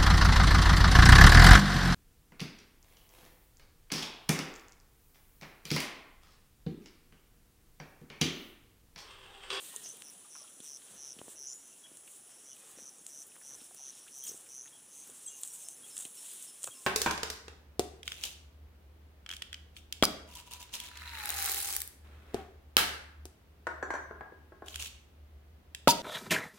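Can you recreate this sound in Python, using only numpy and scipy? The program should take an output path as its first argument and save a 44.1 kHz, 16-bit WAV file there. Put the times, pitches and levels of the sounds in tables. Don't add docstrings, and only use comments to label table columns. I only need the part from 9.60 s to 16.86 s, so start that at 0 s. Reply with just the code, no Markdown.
import sys
import numpy as np
from scipy import signal
from scipy.io import wavfile
from scipy.ndimage import uniform_filter1d

SR = 44100
rng = np.random.default_rng(int(sys.argv[2]) if len(sys.argv) > 2 else 0)


def voltage_ratio(level):
    return 10 ** (np.asarray(level, float) / 20)


def generate_wav(signal):
    frames = np.transpose(np.atleast_2d(signal))
    scaled = np.clip(frames, -1, 1) * 32767
    pcm = np.round(scaled).astype(np.int16)
    wavfile.write(sys.argv[1], SR, pcm)


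N = 320166

# (centre [Hz], width [Hz], level [dB])
BRIGHT = [(6900, 2630, 6.5), (8760, 1770, 10), (9360, 230, 1.5)]
# (centre [Hz], width [Hz], level [dB])
DULL = [(3200, 1440, 0.5), (1060, 400, -2)]


def rms_one(x):
    return x / np.sqrt(np.mean(x ** 2) + 1e-20)


def in_time(rows):
    s, *columns = np.transpose(rows)
    return [np.interp(np.arange(N) / SR, s, column) for column in columns]


def add(out, s, piece):
    i = max(round(s * SR), 0)
    out[i:i + len(piece)] += piece[:N - i]


def above(x, hz, order):
    return signal.sosfilt(signal.butter(order, hz, "high", fs=SR, output="sos"), x)


def tone(pitch_hz):
    return np.sin(2 * np.pi * np.cumsum(pitch_hz) / SR)


def progress(length_s):
    return np.arange(round(length_s * SR)) / (length_s * SR)


def drift(rate_hz):
    r = np.exp(-80 * np.pi * rate_hz / SR)
    slow = signal.lfilter([1], [1, -2 * r, r * r], rng.standard_normal(N // 40 + 2002))
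    slow = rms_one(slow[2000:])
    return np.interp(np.arange(N) / 40, np.arange(len(slow)), slow)


def resonate(x, modes):
    out = 0
    for k, (hz, width_hz, db) in enumerate(modes):
        r = np.exp(-np.pi * width_hz / SR)
        b = (1 - r * r) / 2 * np.array([1, 0, -1])
        a = [1, -2 * r * np.cos(2 * np.pi * hz / SR), r * r]
        out = out + (-1) ** k * voltage_ratio(db) * signal.lfilter(b, a, x)
    return out


def swells(rows, rest_db):
    lean = 0.64
    power = np.full(N, voltage_ratio(2 * rest_db))
    coarse_s = np.arange(N // 64 + 2) * 64 / SR
    for s, length, db in rows:
        w = np.clip((coarse_s - s) / length, 0, 1)
        power += voltage_ratio(2 * db) * np.repeat(np.sin(np.pi * w ** lean) ** 2, 64)[:N]
    return 10 * np.log10(power)


def grains(per_s, spread_db, clumps):
    born = rng.random(N) < per_s * clumps / SR
    size = voltage_ratio(spread_db * np.minimum(rng.exponential(1, N), 5))
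    return born * size * rng.choice([-1, 1], N) + 1e-18


def splinters(count, spread_ms, share, rise_ms=0.):
    t_ms = np.arange(count) / SR * 1000
    present = rng.random(count) < .3
    burst = share * rng.standard_normal(count) * present * np.exp(-t_ms / max(spread_ms, .1))
    if rise_ms > 0:
        return 2 * burst * (1 - np.exp(-(t_ms / rise_ms) ** 2))
    burst[0] = 1
    return burst


def scatter(x, t60):
    t = np.arange(round(.25 * SR)) / SR
    echoes = rng.standard_normal(len(t)) * voltage_ratio(-60 * t / t60) * (t > .002)
    return signal.fftconvolve(x, echoes / np.sqrt(np.sum(echoes ** 2)))[:N]


def banded_noise(spectrum, patchy_db):
    out = 0
    edges = 25 * 2 ** np.arange(0, 9.6, 1 / 4)
    white = rng.standard_normal((2, N))
    hz_at, db_at = np.transpose(spectrum)
    for k, (low, high) in enumerate(zip(edges, edges[1:])):
        band = signal.sosfilt(signal.butter(2, [low, high], "band", fs=SR, output="sos"), white[k % 2])
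        flicker_db = patchy_db * drift(17.4) / (1 + low / 5000)
        band_db = np.interp(np.log(low * high) / 2, np.log(hz_at), db_at)
        out = out + band * voltage_ratio(band_db + flicker_db)
    return rms_one(out)


def open_air():
    # (frequency [Hz], density [dB per Hz])
    air_colour = [(18, -48), (30, -25), (97, -10.5), (316, -2.5), (1050, -8.5), (1270, -8.5), (2190, -11),
                  (3000, -6), (4560, -25), (4930, -27.5), (6080, 5), (7300, -3), (9740, -3.5), (11400, -44),
                  (15600, -8.5)]
    return voltage_ratio(-62.5) * banded_noise(air_colour, patchy_db=4.0)


def insects(level_db, hz, width_hz):
    edge = signal.butter(2, width_hz, fs=SR, output="sos")
    a, b = signal.sosfilt(edge, rng.standard_normal((2, N)))
    phase = 2 * np.pi * np.cumsum(hz) / SR
    return voltage_ratio(level_db - 1.0) * rms_one(a * np.cos(phase) + b * np.sin(phase))


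def insect_chorus():
    # (time [s], level [dB], pitch [Hz])
    broad = [
        (0.0, -56.5, 9510),
        (2.22, -59.5, 9970),
        (2.51, -57.5, 9830),
        (3.28, -61, 9770),
        (3.92, -57.5, 9710),
        (5.26, -59.5, 9840),
        (6.73, -53, 9830),
        (7.26, -59, 9800),
    ]
    # (time [s], level [dB], pitch [Hz])
    thin = [(0, -67, 10400), (.9, -65, 10000), (1.15, -74, 10800), (1.75, -70, 11000), (2.1, -92, 10100),
            (2.6, -77, 10200), (3.0, -71, 10900), (3.45, -71, 10900), (3.7, -69, 10300), (5.0, -69, 10380),
            (7.26, -70, 10550)]
    return insects(*in_time(broad), width_hz=420) + insects(*in_time(thin), width_hz=64)


def rustle(dry_db, top_db, tear_db):
    clumps = voltage_ratio(4.0 * drift(18))
    fine = rms_one(grains(2500, spread_db=1.0, clumps=clumps)) + 0.41 * rng.standard_normal(N)
    coarse = rms_one(grains(500, spread_db=1.5, clumps=clumps)) + 1.43 * rng.standard_normal(N)
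    top = above(fine, 11000, order=3)
    bright = above(resonate(fine, BRIGHT), 5800, order=3)
    dull = resonate(resonate(coarse, DULL), [(2680, 16300, 0)])
    out = voltage_ratio(dry_db + 2.0) * rms_one(bright)
    out += voltage_ratio(top_db + 11.5) * rms_one(top)
    return out + voltage_ratio(tear_db + 5.0) * rms_one(dull)


def grazing():
    # (start [s], length [s], dry rustle [dB], juicy tearing re rustle [dB])
    tugs = [(-.3, 0.8, -53, -6.5), (0.31, 0.66, -70.5, -2), (0.743, 0.21, -66, -3), (1.013, 0.12, -56, -12),
            (1.15, 0.6, -63.5, -5), (1.648, 0.14, -58.5, -11.5), (1.856, 0.06, -68, -22),
            (2.44, 0.22, -61, -20), (2.914, 0.44, -60, -11), (3.44, 0.26, -59.5, -27),
            (3.832, 0.42, -59, -13.5), (4.148, 0.43, -67.5, -0.5), (4.494, 0.58, -56.5, -16.5),
            (4.623, 0.13, -56, -10), (5.273, 0.87, -59, -13), (5.732, 0.5, -50.5, -18.5),
            (6.185, 0.34, -58, -11.5), (6.335, 0.25, -51, -16.5), (6.515, 0.57, -51.5, -12),
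            (6.946, 0.97, -55, -15.5), (7.014, 0.11, -50, -17)]
    # (start [s], length [s], fizz [dB])
    swishes = [
        (-.12, 0.45, -65),
        (4.64, 0.091, -59.5),
    ]
    rest_db, juicy_rest_db, fizz_rel_db = -63, -74.5, -18.5
    dry_db = swells([row[:3] for row in tugs], rest_db)
    fizz_rows = [(s, length, db + fizz_rel_db) for s, length, db, _ in tugs]
    fizz_db = swells(fizz_rows + swishes, rest_db + fizz_rel_db)
    juicy_db = swells([(s, length, db + rel_db) for s, length, db, rel_db in tugs], juicy_rest_db)
    return rustle(dry_db, fizz_db, juicy_db)


def chewing(body_db):
    clicks = grains(120, spread_db=0.5, clumps=voltage_ratio(7.6 * drift(9.7)))
    dealt = rng.integers(0, 8, N)
    rings = 0
    for k, hz in enumerate(np.geomspace(600, 2600, 8)):
        rings = rings + resonate(clicks * (dealt == k) + 1e-18, [(hz, 0.53 * hz, 0)])
    return voltage_ratio(body_db - 9.5) * rms_one(rings)


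def body():
    # (start [s], length [s], level [dB])
    shifts = [
        (-.15, 0.88, -64),
        (1.25, 0.31, -64),
        (1.53, 0.36, -65.5),
        (2.98, 0.42, -66),
        (3.88, 0.15, -64),
        (4.64, 0.31, -65),
        (5.03, 0.19, -67.5),
        (5.45, 0.15, -63),
        (6.13, 0.42, -67),
        (7.04, 0.054, -71),
    ]
    # (frequency [Hz], density [dB per Hz])
    turf_colour = [(40, -20), (100, -10), (250, -3), (500, -5), (1000, -11), (2000, -12), (3000, -38)]
    body_db = swells(shifts, rest_db=-68)
    return voltage_ratio(body_db - 2.0) * banded_noise(turf_colour, patchy_db=2.5) + chewing(body_db)


def cracks(rows, length_ms, width, lag_s=0.00088, rise_ms=0.):
    # (frequency [share of its pitch], level [dB])
    mouth = [(1.012, 10), (1.4, -5.5), (0.87, 1)]
    out = np.zeros(N)
    for s, db, hz in rows:
        spread_ms = length_ms * (3300 / hz) ** .7
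        burst = splinters(count=1500, spread_ms=spread_ms, share=0.92, rise_ms=rise_ms)
        ring = resonate(burst, [(share * hz, width * hz, rel_db) for share, rel_db in mouth])
        add(out, s + lag_s, voltage_ratio(db - 3.0) * ring / np.max(np.abs(ring)))
    return out


def mouth_and_turf():
    # (time [s], peak [dB], pitch [Hz])
    wet = [(0.062, -52, 3970), (0.134, -44.5, 960), (0.258, -38, 2740), (0.752, -43.5, 1240),
           (0.752, -49, 2400), (2.258, -50, 2000), (3.183, -49, 3250), (3.183, -50, 1790),
           (1.002, -41, 3350), (1.586, -39, 3020), (2.475, -44, 2730), (3.754, -51, 1870),
           (3.813, -46, 1760), (4.003, -46, 3350), (4.465, -46.5, 1610), (4.479, -43, 2770),
           (4.67, -38.5, 3250), (5.056, -46.5, 1900), (5.075, -45.5, 3160), (5.833, -36.5, 3650),
           (6.368, -36.5, 3560), (6.423, -44, 3630), (6.45, -34, 3000), (6.451, -59, 610),
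           (7.041, -38, 3170), (7.074, -40, 2570), (7.0735, -41.5, 1290), (7.071, -46, 3600)]
    # (time [s], peak [dB], pitch [Hz])
    smacks = [(0.064, -46, 4000), (0.075, -49, 3610), (0.097, -53, 3700), (0.124, -56, 970),
              (0.167, -37, 3500), (0.199, -48, 3390), (0.372, -49, 2380), (0.518, -50, 3550),
              (0.646, -47.5, 1150), (0.777, -57, 810), (0.815, -53, 620), (0.84, -49, 1290),
              (0.874, -43.5, 3130), (0.979, -57, 3360), (1.056, -45, 3220), (1.166, -52, 3350),
              (1.218, -44, 3100), (2.964, -46, 2980), (3.091, -54, 1230), (3.715, -46, 2870),
              (3.903, -48, 1690), (3.93, -58, 1730), (3.97, -52, 1660), (4.01, -43, 3250),
              (4.189, -51, 743), (4.369, -54, 3070), (4.742, -59, 790), (4.862, -47, 2340),
              (6.086, -48, 3740), (6.717, -47, 3460)]
    # (time [s], peak [dB], pitch [Hz])
    sharp = [(0.4205, -24, 2940), (1.612, -48, 1050), (1.68, -61, 1200), (3.464, -34, 3670),
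             (6.4505, -34, 2800), (7.0419, -19, 6900), (3.764, -40, 940), (4.109, -46, 842),
             (4.146, -39, 1000), (5.833, -39.5, 905), (7.074, -29.5, 854)]
    out = cracks(wet, length_ms=5.5, width=0.14, lag_s=-0.00027, rise_ms=1.16)
    out += voltage_ratio(-4.0) * cracks(smacks, length_ms=4.8, width=0.077, lag_s=-0.00026, rise_ms=2.0)
    return out + cracks(sharp, length_ms=.15, width=.9)


def bent_notes(rows, bend, lean):
    out = np.zeros(N)
    for s, length, start_hz, end_hz, db in rows:
        w = progress(length)
        pitch = end_hz + (start_hz - end_hz) * (1 - w) ** bend
        add(out, s, voltage_ratio(db) * np.sin(np.pi * w ** lean) * tone(pitch))
    return out


def far_calls():
    # (start [s], length [s], start pitch [Hz], end pitch [Hz], peak [dB])
    glides = [(3.13, 0.058, 2050, 1760, -68.5), (5.74, 0.13, 1080, 1020, -75), (5.88, 0.18, 995, 914, -72),
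              (6.02, 0.093, 796, 620, -71), (.79, 0.13, 1120, 1333, -65.5), (6.3, 0.5, 915, 889, -73),
              (6.72, 0.16, 3050, 2940, -66.5), (2.08, 0.028, 3500, 2780, -68),
              (2.105, 0.035, 2800, 2720, -65.5), (2.67, .05, 2900, 2790, -70),
              (.07, 0.071, 1905, 1870, -58), (.16, .05, 1850, 1860, -63), (2.232, 0.031, 3410, 3250, -61),
              (2.248, 0.028, 3100, 2900, -62), (3.0, 0.017, 2530, 2460, -64),
              (2.88, 0.017, 3240, 3490, -54.5), (2.905, 0.028, 3200, 2870, -63),
              (4.612, 0.058, 3340, 3110, -57), (5.122, 0.03, 3200, 3470, -56.5),
              (5.14, 0.031, 3630, 2890, -62), (5.668, 0.025, 3370, 3250, -54),
              (5.69, 0.065, 2950, 2790, -60.5), (5.74, 0.038, 2880, 2270, -66),
              (6.222, 0.033, 3510, 3200, -57), (6.245, 0.047, 3100, 2310, -65),
              (7.105, 0.039, 3270, 3266, -56), (7.13, 0.126, 1090, 1036, -70),
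              (7.135, 0.022, 2860, 2720, -62)]
    return bent_notes(glides, bend=1.755, lean=0.59) * voltage_ratio(5 * drift(120))


def thuds(lag_s=0.00553, noisy=0.15):
    # (time [s], peak [dB], pitch [Hz])
    knocks = [(0.156, -55, 460), (0.252, -55, 634), (0.333, -57, 436), (0.808, -62, 587),
              (0.997, -44.5, 237), (1.56, -49, 230), (1.586, -41, 221), (1.61, -27.5, 324),
              (1.676, -34.5, 320), (1.798, -60, 410), (2.31, -52, 315), (3.168, -53, 302),
              (3.181, -49, 515), (3.216, -59, 227), (4.011, -55, 261), (4.105, -58, 760), (4.689, -52, 350),
              (4.709, -53, 417), (7.08, -59, 110), (4.738, -50, 360), (5.489, -53, 450), (5.508, -65, 256),
              (7.037, -45, 570), (7.076, -48, 504), (6.448, -46, 268), (7.069, -41, 646)]
    out, t = np.zeros(N) + 1e-18, np.arange(round(.06 * SR)) / SR
    for s, db, hz in knocks:
        t60 = 0.015 * np.exp(-0.08 * (db + 46.5))
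        rough = 1 + noisy * uniform_filter1d(rng.standard_normal(len(t)), size=12)
        onset = 1 - np.exp(-t / 0.00038)
        swing = np.cos(2 * np.pi * hz * t) * voltage_ratio(-60 * t / max(t60, .003)) * onset
        add(out, s + lag_s, voltage_ratio(db + 6.5) * swing * rough)
    return above(out, 90, order=2)


def snaps(lag_s=0.001):
    # (time [s], peak [dB], dull part re peak [dB])
    stems = [(0.1611, -24.5, -18), (0.2893, -33, -29), (0.4217, -44, -21), (1.002, -41, -4),
             (2.37, -38, -5), (3.3832, -46, -21), (3.4648, -30, -33), (4.1456, -40, -18),
             (4.3514, -42, -23), (4.6493, -34, -11), (4.666, -40, -5), (4.669, -35, -10),
             (4.6775, -34, -17), (4.681, -31.5, -15), (4.6887, -35, -25), (4.692, -34, -22),
             (4.776, -38, -20), (5.4984, -38, -12), (5.833, -23, -27), (5.8488, -34, -8),
             (5.8365, -40, -20), (5.8705, -39, -20), (5.8747, -33, -27), (7.0365, -34, -3),
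             (6.0852, -29, -11.5), (6.3663, -29.5, -7.5), (6.37, -34, -20), (6.4445, -44, -20),
             (6.378, -25, -32), (6.388, -32, -11), (6.3992, -34, -7), (6.403, -35, -5), (6.407, -30, -12),
             (6.412, -35, -6), (6.4217, -33, -11), (6.451, -31, -10), (6.824, -32, -19), (7.03, -28, -18),
             (7.0397, -25, -7), (7.0686, -32.5, -9), (7.071, -32, -12), (7.0743, -32, -4)]
    # (time [s], peak [dB], dull part re peak [dB])
    hardest = (7.0419, -21.5, -14)
    bright, dull = np.zeros(N) + 1e-18, np.zeros(N) + 1e-18
    for s, db, dull_db in stems + [hardest]:
        burst = splinters(count=500, spread_ms=1.2, share=0.52)
        burst = 1.56 * rms_one(burst) / np.sqrt(len(burst))
        add(bright, s + lag_s, voltage_ratio(db) * burst)
        add(dull, s + lag_s, voltage_ratio(db + dull_db) * burst)
    top = .21 * above(bright, 11000, order=2)
    ringing = voltage_ratio(11.0) * above(resonate(bright, BRIGHT), 5600, order=3)
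    return ringing + top + voltage_ratio(12.5) * resonate(dull, DULL)


def chips():
    # (start [s], length [s], start pitch [Hz], end pitch [Hz], peak [dB])
    notes = [(.2335, 0.014, 4760, 6900, -44.5), (0.2405, 0.02, 3970, 6350, -44.5),
             (0.2565, 0.01, 3670, 6520, -39.5), (0.2675, 0.006, 6400, 6020, -41),
             (0.2735, 0.013, 6400, 6050, -48), (.2865, 0.0074, 6100, 7800, -54),
             (0.294, 0.014, 5420, 6270, -42.5), (.319, 0.0064, 5000, 6230, -53),
             (6.705, .022, 5200, 4900, -61), (.308, 0.0084, 4770, 6560, -44),
             (1.853, 0.028, 5950, 6000, -44), (1.869, 0.01, 6140, 6770, -41),
             (3.389, 0.008, 6900, 6460, -51.5), (4.662, 0.012, 6420, 6980, -39),
             (4.672, 0.018, 4560, 6790, -39), (4.686, 0.0141, 4520, 6330, -36),
             (4.73, 0.013, 6100, 6420, -47), (5.659, 0.012, 8230, 8130, -38),
             (5.669, 0.02, 8340, 7430, -39), (5.680, 0.0087, 6500, 6150, -40.5),
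             (5.688, .016, 7360, 7200, -51), (5.898, 0.016, 5640, 5680, -49.5),
             (1.238, 0.012, 6770, 6100, -66)]
    return bent_notes(notes, bend=2.52, lean=1.17)


def ticks():
    # (time [s], peak [dB])
    blades = [(0.3676, -46), (0.4044, -52), (0.4469, -52), (0.5734, -60), (0.7809, -53), (1.3448, -53),
              (1.6769, -53), (1.7923, -49), (2.0732, -53), (2.4758, -49), (2.5194, -51), (2.9632, -49),
              (3.1128, -47), (3.5194, -55), (3.6666, -46), (3.6794, -50), (4.144, -48), (4.5725, -51),
              (4.583, -42), (4.6386, -36), (5.473, -43), (5.7917, -51), (5.814, -38), (6.109, -51),
              (6.1789, -53), (6.553, -43), (6.7337, -36), (6.8265, -40), (6.8384, -44)]
    # (time [s], peak [dB])
    high_flecks = [(0.4469, -56), (0.4788, -53), (0.5008, -49), (2.5072, -57), (2.5591, -58), (2.5744, -60),
                   (2.6794, -63), (3.7579, -56), (3.7858, -58), (3.8112, -60), (3.8112, -56), (4.1454, -54)]
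    fleck_hz, fleck_width_hz = 14800, 700
    dry, flecks = np.zeros(N) + 1e-18, np.zeros(N) + 1e-18
    for s, db in blades:
        add(dry, s - .002, voltage_ratio(db + 7.5) * splinters(count=400, spread_ms=3.5, share=0.87, rise_ms=2.5))
    for s, db in high_flecks:
        add(flecks, s, voltage_ratio(db + 18.0) * splinters(count=800, spread_ms=5.0, share=.9))
    flecks = resonate(flecks, [(fleck_hz, fleck_width_hz, 0)])
    return above(dry, 8000, order=2) + resonate(flecks, [(fleck_hz, 3 * fleck_width_hz, 0)])


def sung(rows, manner):
    fall, swell_db, climb, lean, slowing = manner
    return [(first, last, hz, fall, db - swell_db, db, climb, lean, slowing) for first, last, hz, db in rows]


def trills(rows, pulses, uneven_db=.7):
    # (time [s], half length [s], change [dB])
    turns = [
        (0.78, .03, 2),
        (.805, 0.013, -5),
        (3.249, 0.0032, -25),
        (5.011, 0.0054, 1),
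        (4.27, .02, 0.5),
        (3.24, .02, 1),
    ]
    opening, overshoot, droop = 4.2, 1.7, 0.072
    throat_gain_db, throat_half_width = 1.54, .085
    out = np.zeros(N)
    for (first, last, hz, fall, first_db, last_db, climb, lean, slowing), count in zip(rows, pulses):
        chance = rng.standard_normal((count + 1, 3))
        for k, (late, sharp, loud) in enumerate(chance):
            u, short = k / count, k % 2
            s = first + (last - first) * (u - slowing * u * (1 - u)) + 0.00016 * late
            duty = max(.56 - .45 * fall, .4)
            stretch = 0.98 + 0.5 * u + 3.0 * fall ** 2 * u * (-1) ** k
            length = duty * (last - first) / count * stretch
            w = progress(length)

            early_sag = climb * (1 - u) ** 4.1
            depth = fall * (1 - opening * (fall - .11) * (1 - u) ** 2)
            shape = .35 - w ** 1.15 + overshoot * fall * short * (1 - w) ** 3
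            pitch = hz * (1 - early_sag + depth * shape - droop * w ** 3) + 40 * sharp

            favoured = 1 - early_sag - fall ** 2 * short * u
            throat = voltage_ratio(throat_gain_db) / (1 + ((pitch / hz - favoured) / throat_half_width) ** 2)

            db = last_db + (first_db - last_db) * (1 - u) ** 0.88
            db += uneven_db * loud - 40 * fall * (1 - u) ** 5.2
            db += sum(turn_db * np.exp(-((s - at) / half) ** 2) for at, half, turn_db in turns)
            add(out, s - length / 2, voltage_ratio(db) * throat * np.sin(np.pi * w ** lean) * tone(pitch))
    return out


def near_trills(manners):
    # (first pulse [s], last pulse [s], pitch [Hz], last level [dB])
    first_bird = [
        (0.4315, 0.5, 5840, -44),
        (0.6995, 0.829, 5920, -42.5),
        (1.0245, 1.1705, 5980, -39.5),
        (1.3665, 1.5298, 6000, -38.5),
        (1.7583, 1.932, 5950, -37.5),
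    ]
    # (first pulse [s], last pulse [s], pitch [Hz], last level [dB])
    second_bird = [
        (2.845, 2.933, 5930, -43),
        (3.165, 3.294, 5950, -41.5),
        (3.493, 3.627, 5970, -41),
        (3.823, 3.953, 5950, -41),
        (4.167, 4.306, 6000, -39),
        (4.522, 4.655, 6020, -38.5),
        (4.891, 5.0204, 6050, -38.5),
    ]
    # (first pulse [s], last pulse [s], pitch [Hz], last level [dB])
    flourish = [
        (5.0236, 5.0805, 6520, -47),
    ]
    # (first pulse [s], last pulse [s], pitch [Hz], last level [dB])
    third_bird = [
        (5.311, 5.437, 6420, -46.5),
        (5.654, 5.789, 6510, -46),
        (5.991, 6.146, 6470, -48.5),
    ]
    pulses = [10, 19, 21, 23, 24, 12, 18, 19, 18, 19, 18, 17, 8, 18, 20, 22]
    songs = []
    for rows, manner in zip([first_bird, second_bird, flourish, third_bird], manners):
        songs += sung(rows, manner)
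    return trills(songs, pulses)


def far_trills(lead_manner):
    # (first pulse [s], last pulse [s], pitch [Hz], last level [dB])
    lead_in = [
        (1.31, 1.364, 6240, -66),
        (4.315, 4.395, 6800, -64),
    ]
    # (first pulse [s], last pulse [s], pitch [Hz], last level [dB])
    far_bird = [
        (.855, .985, 5830, -67),
        (2.0068, 2.1298, 6020, -63.5),
        (2.7097, 2.824, 5600, -67),
        (3.302, 3.37, 5800, -66),
        (3.9741, 4.0539, 5560, -65),
        (4.3313, 4.4526, 5640, -63),
    ]
    # fall [share of pitch], swell [dB], early climb [share of pitch], lean [-], slowing [-]
    far_manner = (0.14, 0, 0.076, 0.32, 0.34)
    far_pulses = [8, 11, 18, 16, 15, 8, 10, 15]
    return trills(sung(lead_in, lead_manner) + sung(far_bird, far_manner), far_pulses)


def seeps(flutter_db=1.0):
    # (time [s], pitch [Hz], level [dB])
    low_voice = [
        (1.868, 6872, -68),
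        (1.89, 6870, -58),
        (1.955, 6880, -53),
        (1.99, 6870, -71),
        (2.13, 6880, -70),
        (2.3, 6860, -88),
    ]
    # (time [s], pitch [Hz], level [dB])
    high_voice = [
        (1.875, 7060, -56),
        (1.905, 7160, -49.5),
        (1.96, 6960, -53),
        (2.02, 7080, -72),
        (2.24, 7080, -83),
    ]
    out, flutter = np.zeros(N), voltage_ratio(flutter_db * drift(40))
    for rows in low_voice, high_voice:
        s, hz, db = np.transpose(rows)
        t = np.arange(s[0], s[-1], 1 / SR)
        fade = np.clip(np.minimum(t - s[0], s[-1] - t) / 0.0013, 0, 1)
        level = np.sqrt(2) * fade * voltage_ratio(np.interp(t, s, db))
        add(out, s[0], level * tone(np.interp(t, s, hz)))
    return out * flutter


def peeps(bend=5.5, lean=0.5):
    # (start [s], length [s], lowest pitch [Hz], peak [dB], final upturn [Hz])
    hooked = [
        (6.043, 0.04, 5230, -55.5, 310),
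        (6.162, .03, 5220, -66, 120),
        (6.301, 0.069, 5220, -56, 60),
        (6.567, 0.059, 5370, -56, 10),
        (6.872, 0.046, 5240, -54.5, 17),
        (7.146, 0.055, 5200, -58, 130),
    ]
    out = np.zeros(N)
    for s, length, hz, db, upturn_hz in hooked:
        w = progress(length)
        pitch = hz + 380 * (1 - w) ** bend + upturn_hz * w ** 2
        add(out, s, voltage_ratio(db) * np.sin(np.pi * w ** lean) ** 0.78 * tone(pitch))
    return out


def birds():
    # (fall in a pulse [share of pitch], swell through the trill [dB],
    # early climb [share of pitch], lean of a pulse [-, under 1 = loud early], slowing of the pulses [-])
    manners = [
        (.26, 1, -0.011, 0.83, .075),
        (0.16, 3.5, 0.046, 0.38, .03),
        (0.15, -3, 0.0099, 1, 0.014),
        (0.089, 1, -0.0062, 1.4, 0.072),
    ]
    near = above(near_trills(manners) + seeps(), 5050, order=8)
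    middle = chips() + peeps()
    calls = far_calls()
    far = far_trills(manners[3])
    out = near + middle + scatter(voltage_ratio(-13.5) * near + voltage_ratio(-3.5) * middle, t60=0.19)
    out += 3.0 * far + scatter(far, t60=0.13)
    return out + 0.5 * calls + 0.81 * scatter(calls, t60=0.21)


def cow_at_microphone():
    cow = grazing() + body() + mouth_and_turf() + thuds() + snaps() + ticks()
    cow -= 0.36 * resonate(cow, [(5060, 2200, 0)])
    cow -= 0.32 * resonate(cow, [(2146, 710, 0)])
    return cow


def scene():
    mono = cow_at_microphone() + birds() + insect_chorus() + open_air()
    return np.array([mono, mono])


def band_limit(x):
    return signal.sosfilt(signal.butter(12, 16440, fs=SR, output="sos"), x)


def record(dry):
    cut = signal.sosfilt(signal.ellip(12, .5, 50, 15580, fs=SR, output="sos"), dry)
    return band_limit(cut)


dry = scene()
out = record(dry)
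generate_wav(out)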